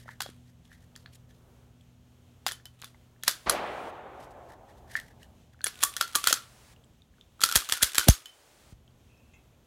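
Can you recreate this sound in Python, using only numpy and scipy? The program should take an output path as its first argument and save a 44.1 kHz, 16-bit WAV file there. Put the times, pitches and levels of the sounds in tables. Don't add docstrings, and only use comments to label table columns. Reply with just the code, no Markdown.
import sys
import numpy as np
from scipy import signal
from scipy.fft import rfft, irfft, next_fast_len
from scipy.io import wavfile
from scipy.ndimage import uniform_filter1d, map_coordinates

SR = 44100
rng = np.random.default_rng(int(sys.argv[2]) if len(sys.argv) > 2 else 0)


def volts(x):
    e = np.asarray(x, float) / 20
    return 10 ** e


def wav_record(signal):
    frames = np.transpose(np.atleast_2d(signal))
    bounded = np.clip(frames, -1, 1)
    quanta = np.round(bounded * 32767).astype(np.int16)
    wavfile.write(sys.argv[1], SR, quanta)


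N = 426006


def unit(x):
    return x / np.sqrt(np.mean(x ** 2) + 1e-20)


def along(points, hz):
    f, v = np.transpose(points)
    return np.interp(np.log(hz + 1), np.log(f + 1), v)


def wobble(rate):
    knots = rng.standard_normal(int(N * rate / SR) + 4)
    return map_coordinates(knots, [np.arange(N) * rate / SR])


def coloured(x, spectrum):
    m = next_fast_len(len(x))
    gain = volts(along(spectrum, np.fft.rfftfreq(m, 1 / SR)))
    return unit(irfft(rfft(x, m) * gain, m)[:len(x)])


def dying(length, t60s, nper=256):
    hz, t, z = signal.stft(rng.standard_normal(length), SR, nperseg=nper)
    decay = volts(-60 * t / along(t60s, hz)[:, None])
    return signal.istft(z * decay, SR, nperseg=nper)[1][:length]


def add(track, s, x):
    part = track[max(round(s * SR), 0):][:len(x)]
    part += x[:len(part)]


def rough_tone(hz, width_hz, count):
    knots = rng.standard_normal((2, int(count * width_hz / SR) + 4))
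    a, b = (map_coordinates(k, [np.arange(count) * width_hz / SR]) for k in knots)
    phase = 2 * np.pi * np.cumsum(np.broadcast_to(hz, count)) / SR
    return a * np.sin(phase) + b * np.cos(phase)


def ring(hz, width_hz, t60, wander):
    t = np.arange(round(min(t60, 1 / 3) * SR)) / SR
    blur_hz = 11 / t60 / (1.5 - wander)
    rough = rough_tone(hz, min(width_hz, blur_hz), len(t))
    steady = np.sqrt(abs(1 - wander ** 2)) * np.sin(2 * np.pi * hz * t)
    return (steady + wander * rough) * volts(-60 * t / t60)


# (frequency [Hz], t60 [s])
SHELTER_T60 = [(300, 0.32), (1500, 0.24), (5000, 0.23), (15000, 0.18)]


def tail():
    x = dying(SR // 5, SHELTER_T60)
    t = np.arange(len(x)) / SR
    roof_swell = 1 + 0.7 * np.exp(-((t - .0145) / 0.0018) ** 2)
    x *= np.clip(t / 0.0036, 0, 1) * roof_swell
    return x / np.linalg.norm(x)


def shelter(x, wet_db):
    wet = signal.fftconvolve(x, volts(wet_db) * tail())
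    wet[:len(x)] += x
    return wet


# (time [s], level [dB])
PHONE_GAIN = [(0, 0.5), (1.4, -0.5), (3.3, -1.5), (4.4, 3), (5.4, 3.5), (6.1, -2), (6.8, 1), (7.35, -1),
              (7.7, -10), (8.4, -12), (8.65, -1), (9.2, 1.5), (9.66, -1)]


def phone_gain_db():
    s, db = np.transpose(PHONE_GAIN)
    return np.interp(np.arange(N) / SR, s, db, left=-120, right=-120)


# (frequency [Hz], level [dB per Hz])
RUMBLE_SPECTRUM = [(12, -39), (20, -17), (64, 3), (118, -3.5), (193, -9), (247, -7.5), (300, -20),
                   (390, -48.5), (660, -120)]


def rumble():
    level_db = -61.5 + phone_gain_db() + 0.89 * wobble(3.6)
    return volts(level_db) * coloured(rng.standard_normal(N), RUMBLE_SPECTRUM)


# (frequency [Hz], level [dB per Hz])
LEAF_SPECTRUM = [(170, -25), (300, -1.5), (600, -4), (900, -9), (1500, -13.5), (2600, -27.5)]


def leaves():
    level_db = -68.5 + 0.22 * phone_gain_db() + 1.7 * wobble(4.7)
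    return volts(level_db) * coloured(rng.standard_normal(N), LEAF_SPECTRUM)


# (frequency [Hz], level [dB per Hz])
MIC_SPECTRUM = [(900, -26), (1800, -2.5), (3200, 1.5), (4900, -7), (6500, -3.5), (10400, -13.5),
                (13000, -11), (16500, -25)]


def microphone_hiss():
    return volts(-73.5 + 1.3 * wobble(9.6)) * coloured(rng.standard_normal(N), MIC_SPECTRUM)


def machine():
    shaft_hz, load_off_s = 40.7, 3.3
    t = np.arange(N) / SR
    duck_db = 1.8 * np.minimum(phone_gain_db(), 0)
    third_db = -56.5 - 1.17 * t - 2.5 * (t > load_off_s) + duck_db
    sixth_db = np.where(t < load_off_s, -66.5, -77) + duck_db
    turns = np.cumsum(shaft_hz * (1 + .008 * wobble(1.5))) / SR
    orders = [(2.1, third_db - 6), (3, third_db + 1.5), (4.1, third_db - 8.5), (5.95, sixth_db + 3)]
    return sum(volts(db + 2.2 * wobble(4.5)) * np.sin(2 * np.pi * k * turns) for k, db in orders)


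# (middle [s], length [s], rustle [dB], hollow [dB])
RUBS = [(.0, 0.13, -62, -67), (0.104, 0.15, -64, -56.5), (0.495, 0.11, -70.5, -76),
        (0.662, 0.087, -68, -70.5), (0.736, 0.11, -64, -61), (0.82, 0.13, -70.5, -73),
        (1.013, .1, -68, -86), (1.147, 0.069, -59, -72), (1.308, 0.07, -69, -69), (1.366, 0.16, -74, -85),
        (4.23, 0.12, -61.5, -73), (4.315, 0.036, -66, -82), (4.515, 0.1, -66.5, -62),
        (4.703, 0.064, -69, -66.5), (4.777, 0.0697, -69, -74), (4.946, 0.17, -53.5, -52),
        (4.978, 0.05, -53, -45), (5.065, 0.19, -65.5, -61), (5.223, 0.1, -67, -64),
        (5.532, 0.033, -68, -70), (6.294, 0.086, -30.5, -39.5)]
# (frequency [Hz], level [dB per Hz])
SKIN_SPECTRUM = [(1290, -23.5), (2200, -9.5), (3240, -2), (11900, -10.5), (14800, -16.5), (16100, -26.5),
                 (16500, -47.5)]
# (frequency [Hz], level [dB per Hz])
GRIP_SPECTRUM = [(900, -46.5), (1400, -11.5), (1800, 1), (2200, -10), (2900, -36)]


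def hands():
    t, grain = np.arange(N) / SR, volts(3.9 * wobble(140))
    rustle = coloured(rng.standard_normal(N) * grain, SKIN_SPECTRUM)
    hollow = coloured(rng.standard_normal(N) * grain, GRIP_SPECTRUM)
    out = np.zeros(N)
    for s, length, rustle_db, hollow_db in RUBS:
        swell = np.cos(np.pi * np.clip((t - s) / length, -.5, .5)) ** 2
        out += swell * (volts(rustle_db) * rustle + volts(hollow_db) * hollow)
    return out


def strike_rise(t):
    return 1 - np.exp(-t / 0.00011)


# (time [s], level [dB], frequency [Hz])
PALM_KNOCKS = [(0.058, -48, 610), (0.0891, -38.5, 910), (0.205, -26.5, 800), (.261, -35.5, 560),
               (.29, -41, 300), (2.4645, -23.5, 770), (2.655, -48, 720), (2.945, -49.5, 894),
               (3.279, -25, 776), (3.283, -32, 563), (5.667, -31, 390), (6.009, -30.5, 380),
               (6.16, -33, 349.5), (6.271, -38.5, 350), (6.327, -24, 362), (7.435, -36.5, 361),
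               (7.557, -24, 520), (7.83, -28, 400), (8.068, -34.5, 400), (8.073, -23, 299.6),
               (8.077, -22.5, 548), (8.085, -8.5, 660)]


def knocks():
    out, t = np.zeros(N), np.arange(SR // 25) / SR
    for s, db, hz in PALM_KNOCKS:
        body = np.sin(2 * np.pi * hz * t) + 0.49 * rough_tone(hz * 1.2, 300, len(t))
        knock = volts(db - 60 * t / 0.021) * strike_rise(t) * body
        high_pass = signal.butter(2, 0.6 * hz, "high", fs=SR)
        add(out, s, signal.lfilter(*high_pass, knock))
    return out


# (time [s], peak level [dB], frequency [Hz])
TAPS = [(0.081, -36.5, 1370), (0.6536, -52, 3320), (0.717, -43, 1780), (0.955, -44, 3300),
        (0.9612, -41, 4570), (1.0612, -42, 4300), (8.908, -62, 4505), (1.1477, -49, 7030),
        (1.81, -53, 3300), (1.812, -59, 8000), (1.307, -53, 1750), (1.309, -56, 3300), (1.31, -58, 6100),
        (2.599, -49, 1730), (2.837, -40, 1150), (2.9455, -50, 2050), (3.162, -57.5, 1730),
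        (3.2273, -42, 3300), (5.2305, -44.5, 2900), (5.545, -53.5, 1430), (5.5918, -55, 1730),
        (5.6079, -37, 1550), (5.6156, -37, 4260), (6.763, -50, 2840), (6.8395, -52, 3180),
        (6.844, -53.5, 7800), (7.02, -47, 3650), (7.1388, -59, 1706), (7.1834, -55, 1460),
        (7.2112, -42, 3560), (7.396, -39, 1324), (8.8784, -52, 3170)]


def ticks():
    out, t = np.zeros(N), np.arange(SR // 25) / SR
    for s, db, hz in TAPS:
        t60_ms = 18 * (1000 / hz) ** 0.29
        tone = strike_rise(t) * volts(-60 * t * 1000 / t60_ms) * np.sin(2 * np.pi * hz * t)
        tip_spectrum = [(hz / 2.0, -20), (hz, 0), (hz * 2.2, -14), (hz * 6, -32)]
        tip = 0.29 * volts(-60 * t / 0.0067) * coloured(rng.standard_normal(len(t)), tip_spectrum)
        add(out, s, volts(db + 0.8) * shelter(tone + tip, wet_db=-13.5))
    return out


# (time [s], peak level [dB], frame ring [Hz], ring [dB], brightness [dB])
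SLIDE_STOPS = [(0.2045, -19, 1640, -8, -8.5), (0.2066, -18, 1500, -8, -8.5),
               (2.4649, -12.5, 1036, -12, -10), (3.279, -3, 1606, -11, -5.5), (3.4961, -6, 1192, -9, -6),
               (5.6422, -12.5, 1710, -7.5, 1), (5.6672, -14, 1550, -7, -10.5),
               (5.8285, -10.5, 1160, -15, -8.5), (5.8352, -6, 1136, -8, 0.5), (6.011, -4.5, 1396, -8, -7),
               (6.1526, -8, 1206, -16, -6), (6.1576, -7, 1190, -7.5, -0.5), (6.2719, -3.5, 1410, -4, -5),
               (6.3271, -5, 1344, -5, -5.5), (7.4365, -2, 1284, -14.5, -5.5), (7.5562, -3, 1700, -16, -3),
               (7.56, -3, 1600, -16, -3), (7.7228, -3.5, 1780, -13, -5.5), (7.8262, -2.5, 1625, -17, -2.5),
               (7.8305, -4.5, 1480, -14.5, -4), (7.9813, -2.5, 1430, -11.5, -5.5),
               (8.084, -1, 1160, -20, -3)]
# (time [s], peak level [dB], frame ring [Hz], ring [dB])
CATCH_TOUCHES = [(5.6609, -17.5, 1568, -11), (5.671, -18.5, 1756, -18), (5.807, -33, 1460, -20),
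                 (5.8231, -22.5, 1212, -10), (5.966, -17, 1433, -11), (5.9704, -22.5, 1800, -6),
                 (6.148, -26, 1400, 2.5), (6.2408, -15.5, 1362, -9), (7.4068, -23.5, 1350, -18.5),
                 (7.4164, -15, 1357, -16), (7.4896, -18.5, 1384, -5), (7.4968, -20.5, 1473, -16.5),
                 (7.5138, -17.5, 1576, -12), (7.5515, -16, 1450, -11.5), (7.774, -23.5, 1400, -14.5),
                 (8.043, -26, 1503, -20), (7.5239, -14, 1313, -12.5), (7.6898, -19.5, 1334, -8.5),
                 (7.697, -17, 1350, -13), (7.8215, -15.5, 1137, -15), (7.9472, -17, 1695, -21),
                 (7.9545, -16.5, 1710, -14)]
# (time [s],
# peak level [dB], ring [dB])
LOOSE_RATTLES = [(0.2186, -22, -21), (0.2224, -21, -25), (0.9624, -36, -9), (2.471, -20, -15),
                 (2.483, -19.5, -38), (2.4888, -20.5, -11), (2.513, -23.5, -7), (2.52, -20.5, -29),
                 (2.6554, -30, -40), (2.8172, -30.5, -27), (2.8437, -27.5, -24.5), (3.2356, -20.5, -15),
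                 (3.312, -19.5, -21.5), (4.9995, -32, -23), (5.2309, -42.5, -15), (6.079, -30.5, -29.5),
                 (3.5255, -26.5, -31), (6.126, -37.5, -31), (6.133, -32, -31.5), (6.29, -19, -15),
                 (6.297, -19, -15), (7.411, -27.5, -19), (7.4244, -17.5, -27), (7.46, -18, -19.5),
                 (7.845, -20, -18), (8.005, -20.5, -20), (8.012, -23, -19), (8.108, -20.5, -31.5),
                 (8.14, -29.5, -29), (8.258, -29, -30.5), (7.62, -29.5, -12), (7.652, -34, -10),
                 (7.738, -18.5, -25), (7.966, -24.5, -14.5), (7.993, -18.5, -19.5), (7.575, -16.5, -25),
                 (6.284, -16, -20.5), (2.468, -21, -17), (2.481, -22.5, -25)]
# (time [s], peak level [dB], frame ring [Hz], ring [dB])
MUFFLED_CONTACTS = [
    (0.09, -47, 1740, 17),
    (0.2624, -33, 1170, -6),
    (1.06, -35, 1700, -5),
    (2.8237, -29.5, 1330, -40),
    (4.9538, -29, 1770, 17.5),
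    (4.9743, -38, 1920, 13),
    (4.9901, -36, 1880, 8),
]


def contacts():
    catch_bright_db, rattle_bright_db, muffled_bright_db = -5, -6, -24
    rattle_hz = 1780
    rows = list(SLIDE_STOPS)
    rows += [(*row, catch_bright_db) for row in CATCH_TOUCHES]
    rows += [(*row, muffled_bright_db) for row in MUFFLED_CONTACTS]
    rows += [(s, db, rattle_hz, ring_db, rattle_bright_db) for s, db, ring_db in LOOSE_RATTLES]
    return [(*row, 5.34 + 0.22 * row[1]) for row in rows]


# (frequency [Hz], level [dB per Hz])
RAIL_SPECTRUM = [(290, -44), (500, -23.5), (952, -13.5), (1130, -11), (1480, -8.5), (3600, -2.5),
                 (4970, -13), (9190, -9), (15100, -22), (16500, -33)]


def rail_rub(noise):
    return coloured(noise, RAIL_SPECTRUM)


def chatter_burst(t, tilt, chatter_ms):
    chatter = np.exp(.4 * np.repeat(rng.standard_normal(len(t) // 20 + 1), 20)[:len(t)])
    shape = np.exp(-(t * 1000 / max(chatter_ms, 1.5)) ** 2) * (1 - np.exp(-(t / .0007) ** 2))
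    crack = coloured(rng.standard_normal(len(t)), tilt) * chatter * shape
    return crack / np.abs(crack).max()


def frame_ring(t, hz, db):
    struck = volts(-60 * t / 0.018) * np.sin(2 * np.pi * hz * t)
    linger = volts(0.43 * db - 24 - 60 * t / 0.17) * rough_tone(hz, 60, len(t))
    return (struck + linger) * (1 - np.exp(-t / 0.00043))


# (frequency [Hz], level [dB])
STEEL_MODES = [(2850, -11.5), (3350, 3), (4100, -4), (4650, -24), (5100, -22), (5900, -8), (6650, -4),
               (7500, -3.5), (9100, -9.5), (10700, -4), (12100, -18)]
# (frequency [Hz], level [dB per Hz])
CRACK_SPECTRUM = [(150, -48.5), (250, -13.5), (838, -17), (1440, -0.5), (2320, -8.5), (4430, -2),
                  (8780, -7), (10800, -6.5), (11600, -6.5), (15100, -12), (16500, -35)]


def clicks():
    out, t = np.zeros(N), np.arange(SR // 5) / SR
    hz, level = np.transpose(STEEL_MODES)[:, :, None]
    for s, db, ring_hz, ring_db, bright_db, chatter_ms in contacts():
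        tilt = [(f, g + 1.4 * (bright_db + 5.5) * np.clip(np.log2(f / 4000), 0, 1.2))
                for f, g in CRACK_SPECTRUM]
        crack = chatter_burst(t, tilt, chatter_ms)

        luck = rng.standard_normal((3, len(hz), 1))
        mode_db = level + 2.5 * luck[0] + along(tilt, hz) - along(CRACK_SPECTRUM, hz)
        mode_phase = 2 * np.pi * hz * (1 + .02 * luck[1]) * t + 3 * luck[2]
        modes = volts(mode_db - 60 * t / .022) * np.sin(mode_phase)
        frame = volts(ring_db - 0.5) * frame_ring(t, ring_hz, db)
        hit = crack + shelter(frame + volts(-18.5) * modes.sum(0), wet_db=-13)[:len(t)]
        add(out, s - .0004, volts(db - 0.5) * hit)
        add(out, s + .0128, volts(db - 18) * hit)

        spread = coloured(tail(), tilt)
        add(out, s, volts(db - 8.0) * np.linalg.norm(crack) * spread / np.linalg.norm(spread))

        lead = volts(-27 - 60 * t[900::-1] / .05) * rail_rub(rng.standard_normal(901))
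        add(out, s - 900 / SR, volts(2.4 * db) * lead)
    return out


# (time [s], level [dB],
# frequency [Hz], t60 [s])
LOOSE_PINGS = [(2.52, -44.5, 10600, 0.099), (2.657, -48, 3030, 0.11), (2.846, -51, 3470, 0.12),
               (3.236, -46, 10600, .04), (3.266, -38, 4600, .015), (3.28, -15.5, 4000, .018),
               (3.282, -24, 10750, .03), (3.29, -45.5, 10600, .25), (3.295, -43, 3500, .2),
               (3.497, -13, 10600, .025), (3.51, -39.5, 10700, 0.092), (3.497, -22.5, 8900, .02),
               (5.642, -14, 9740, .012), (5.661, -28, 10570, .03), (5.671, -32, 10600, 0.07),
               (5.835, -10, 9150, 0.016), (5.836, -40.5, 9140, .25), (5.84, -42, 3500, .2),
               (6.013, -18, 4700, .015), (6.025, -38, 4380, .15), (6.158, -17, 9200, .02),
               (6.272, -17, 4520, .02), (6.272, -17, 7520, .02), (6.327, -14, 6200, .02),
               (6.327, -16, 5200, .015), (6.34, -22.5, 6450, .02), (7.417, -24, 4200, .014),
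               (7.524, -30, 9400, .012), (7.557, -18.5, 4450, .02), (7.569, -20, 6500, .02),
               (7.698, -30, 10800, 0.019), (7.723, -17, 6270, .012), (7.83, -13.5, 3340, .02),
               (7.828, -21, 6726, .02), (7.839, -23.5, 7700, .02), (7.982, -19.5, 3180, .015),
               (7.995, -27.5, 10600, .015), (8.003, -33, 3120, .06), (7.437, -17.5, 4420, 0.029),
               (7.437, -29.5, 10640, .13), (7.55, -22.5, 2600, .008), (8.097, -11, 6370, 0.02),
               (8.098, -25, 10600, 0.043), (8.11, -39.5, 6550, .3),
               (8.2575, -42, 2300, .008), (6.011, -16, 5500, .012), (5.6675, -24, 2100, .015),
                (0.206, -26, 2900, .012), (0.23, -46, 3300, .2), (8.259, -42, 6900, .015),
                (8.27, -53, 5200, .08), (2.53, -50, 3050, 0.14), (2.471, -28, 5100, 0.018),
                (2.465, -25, 3230, .015), (8.257, -41, 3050, 0.2)]


def pings():
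    out = np.zeros(N)
    for s, db, hz, t60 in LOOSE_PINGS:
        x = ring(hz, 300, t60, wander=0.75)
        add(out, s, volts(db - 0.5) * strike_rise(np.arange(len(x)) / SR) * x)
    return out


# (time of top speed [s], level [dB], frame ring [Hz])
SLIDE_STROKES = [(.3, -61.5, 1281), (2.819, -58.5, 1300), (3.3, -55, 1620), (3.411, -60.5, 1582),
                 (5.815, -45, 1449), (5.91, -55.5, 1200), (6.04, -50.5, 1430), (6.19, -43.5, 1159),
                 (6.259, -45.5, 1200), (6.36, -48, 1370), (7.471, -53, 1350), (7.58, -37.5, 1601),
                 (7.745, -35, 1473), (7.86, -39.5, 1490), (7.961, -47.5, 1502), (8.03, -39.5, 1498),
                 (8.13, -45.5, 1252)]


def scrape():
    speed_up_db_per_s, slow_db_per_s = 218, 151.5
    t, level = np.arange(N) / SR, np.zeros(N)
    for s, db, _ in SLIDE_STROKES:
        level += volts(db - 1.5 - np.maximum(speed_up_db_per_s * (s - t), slow_db_per_s * (t - s)))
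    clumps = volts(5 * wobble(300) + 2.5 * wobble(40))
    grains = rail_rub(rng.standard_normal(N) * clumps)
    s, _, ring_hz = np.transpose(SLIDE_STROKES)
    hum = rough_tone(np.interp(t, s, ring_hz), 70, N)
    return level * (grains + volts(-13.0) * hum)


# (from [s], to [s], hiss level [dB])
RELEASES = [
    (3.251, 3.91, -60.5),
    (5.64, 6.745, -60.5),
    (7.415, 8.738, -63),
]
# (frequency [Hz], level [dB per Hz])
AIR_SPECTRUM = [(180, -35), (300, -6.5), (577, -2), (3360, -9), (4850, -9.5), (9020, -11), (14200, -21),
                (15700, -16), (16500, -40.5)]


def released_hiss():
    t = np.arange(N) / SR
    gate = sum(volts(db) * (t > a) * np.clip((b - t) / 0.0094, 0, 1) for a, b, db in RELEASES)
    return gate * coloured(rng.standard_normal(N), AIR_SPECTRUM)


# (frequency [Hz], level [dB per Hz])
SHOT_SPECTRUM = [(24, -35.5), (45, -6.5), (130, -14.5), (280, -7.5), (480, -2.5), (750, 0.5), (1150, -5.5),
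                 (1800, -8.5), (3500, -16), (7200, -31), (14000, -54)]
# (frequency [Hz], t60 [s])
WOODS_T60 = [(60, 0.98), (250, 3.1), (700, 3.3), (1800, 2.04), (3500, 1.6), (6000, 0.69), (12000, 0.52)]
# (time [s], level over the roll [dB])
TREE_LINES = [
    (3.57, 1.5),
    (3.66, 0.8),
    (3.8, -0.6),
    (3.95, -1.2),
    (4.1, -1.2),
    (4.3, -1.2),
    (4.55, 0),
]


def far_shot():
    shot_s, shot_db = 3.457, -31.5
    out, t = np.zeros(N), np.arange(3 * SR) / SR
    z = signal.stft(dying(len(t), WOODS_T60, 512), nperseg=512)[2]
    patches = uniform_filter1d(rng.standard_normal(z.shape), 4, 0)
    patches = unit(uniform_filter1d(patches, 8, 1))
    echo = signal.istft(z * volts(1.1 * patches), nperseg=512)[1][:len(t)]
    echo = echo * (1 - np.exp(-(t / 0.009) ** 2))
    peals_db = sum(db * np.exp(-((t + shot_s - s) / 0.04) ** 2) for s, db in TREE_LINES)
    roll = coloured(echo, SHOT_SPECTRUM) * volts(peals_db)
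    add(out, shot_s, volts(shot_db) * roll / np.std(roll[SR // 20:SR // 8]))
    return out * volts(0.43 * wobble(30) + 0.63 * wobble(9.0))


# (time [s], peak level [dB])
LOW_THUMPS = [
    (3.472, -32.5),
    (6.276, -44.5),
    (7.436, -43.5),
    (7.558, -21.5),
    (7.72, -40.5),
    (7.828, -26),
    (7.982, -36),
    (8.087, 1.5),
    (8.724, -34.5),
]


def jolts():
    out, t = np.zeros(N), np.arange(SR // 8) / SR
    cycles = 46 * t + 1.1 * (1 - np.exp(-t / 0.0043))
    swing = np.sin(2 * np.pi * cycles) * np.exp(-(t / 0.02) ** 1.6) * (1 - np.exp(-t / 0.0015))
    for s, db in LOW_THUMPS:
        add(out, s, volts(db - 5.0) * swing)
    return out


# (time [s], level [dB], frequency [Hz], t60 [s])
FRAME_TAPS = [(5.834, -14.5, 1740, 0.035), (5.845, -31.5, 1148, 0.32), (6.02, -29.5, 1370, .3),
              (6.142, -23, 1400, .04), (6.165, -31, 1154, .7), (6.28, -25, 1410, 0.14),
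              (6.335, -26, 1387, .16), (6.304, -26.5, 1350, .03), (6.308, -23, 601, .03),
              (7.4375, -10, 1338, .05), (7.45, -30.5, 1340, .12), (7.467, -23.5, 1300, .03),
              (7.622, -29, 1200, .03), (7.689, -24, 1160, .03), (8.003, -18.5, 1500, .03),
              (8.012, -20, 1510, .03), (7.956, -24, 1680, .04), (6.045, -31, 1510, .08),
              (5.87, -37, 1800, .1), (6.42, -46, 1355, .2), (7.49, -18.5, 1420, .04),
              (7.502, -21.5, 1510, .04), (7.514, -24.5, 1450, .04), (7.525, -25.5, 1330, .05),
              (7.537, -24, 1380, .06), (7.552, -22, 1430, .03), (7.724, -18, 1550, .04),
              (7.771, -29, 1400, .06), (7.809, -19, 1400, .04), (7.817, -17, 1640, .03),
              (7.982, -9.5, 1475, .04), (8, -28.5, 1500, .12), (8.029, -29, 1500, .12),
              (8.085, -17.5, 1120, .03)]


def frame_taps():
    out = np.zeros(N)
    for s, db, hz, t60 in FRAME_TAPS:
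        x = ring(hz, 110, t60, wander=0.55)
        rise = 1 - np.exp(-np.arange(len(x)) / SR / 0.00066)
        add(out, s, volts(db - 7.5) * rise * x)
    return out


# (time [s], level [dB], frequency [Hz], t60 [s])
FAR_CHIRRS = [
    (9.09, -70, 2590, 2.2),
    (9.335, -70.5, 3300, .3),
    (9.337, -65.5, 2160, .3),
    (9.337, -70, 7000, .15),
    (9.337, -71, 6300, .15),
    (9.53, -70.5, 2500, 0.16),
    (9.175, -64.5, 5260, .03),
    (9.337, -60, 2610, 0.2),
]


def chirrs():
    out, t = np.zeros(N), np.arange(SR // 3) / SR
    for s, db, hz, t60 in FAR_CHIRRS:
        add(out, s, volts(db - 60 * t / t60) * strike_rise(t) * rough_tone(hz, 300, len(t)))
    return out


def scene():
    surroundings = rumble() + leaves() + microphone_hiss() + released_hiss() + machine()
    handling = hands() + knocks() + ticks() + pings() + frame_taps()
    slide = clicks() + scrape() + jolts()
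    return (surroundings + handling + slide + far_shot() + chirrs())[None]


def band_limit(x):
    return signal.sosfilt(signal.butter(12, 16980, fs=SR, output="sos"), x)


def record(dry):
    held = dry / (1 + np.abs(dry / 0.58) ** 6) ** (1 / 6)
    in_band = np.fft.rfftfreq(N, 1 / SR) < 16200
    mix = irfft(rfft(held) * in_band, N)
    return band_limit(mix)


dry = scene()
out = record(dry)
wav_record(out)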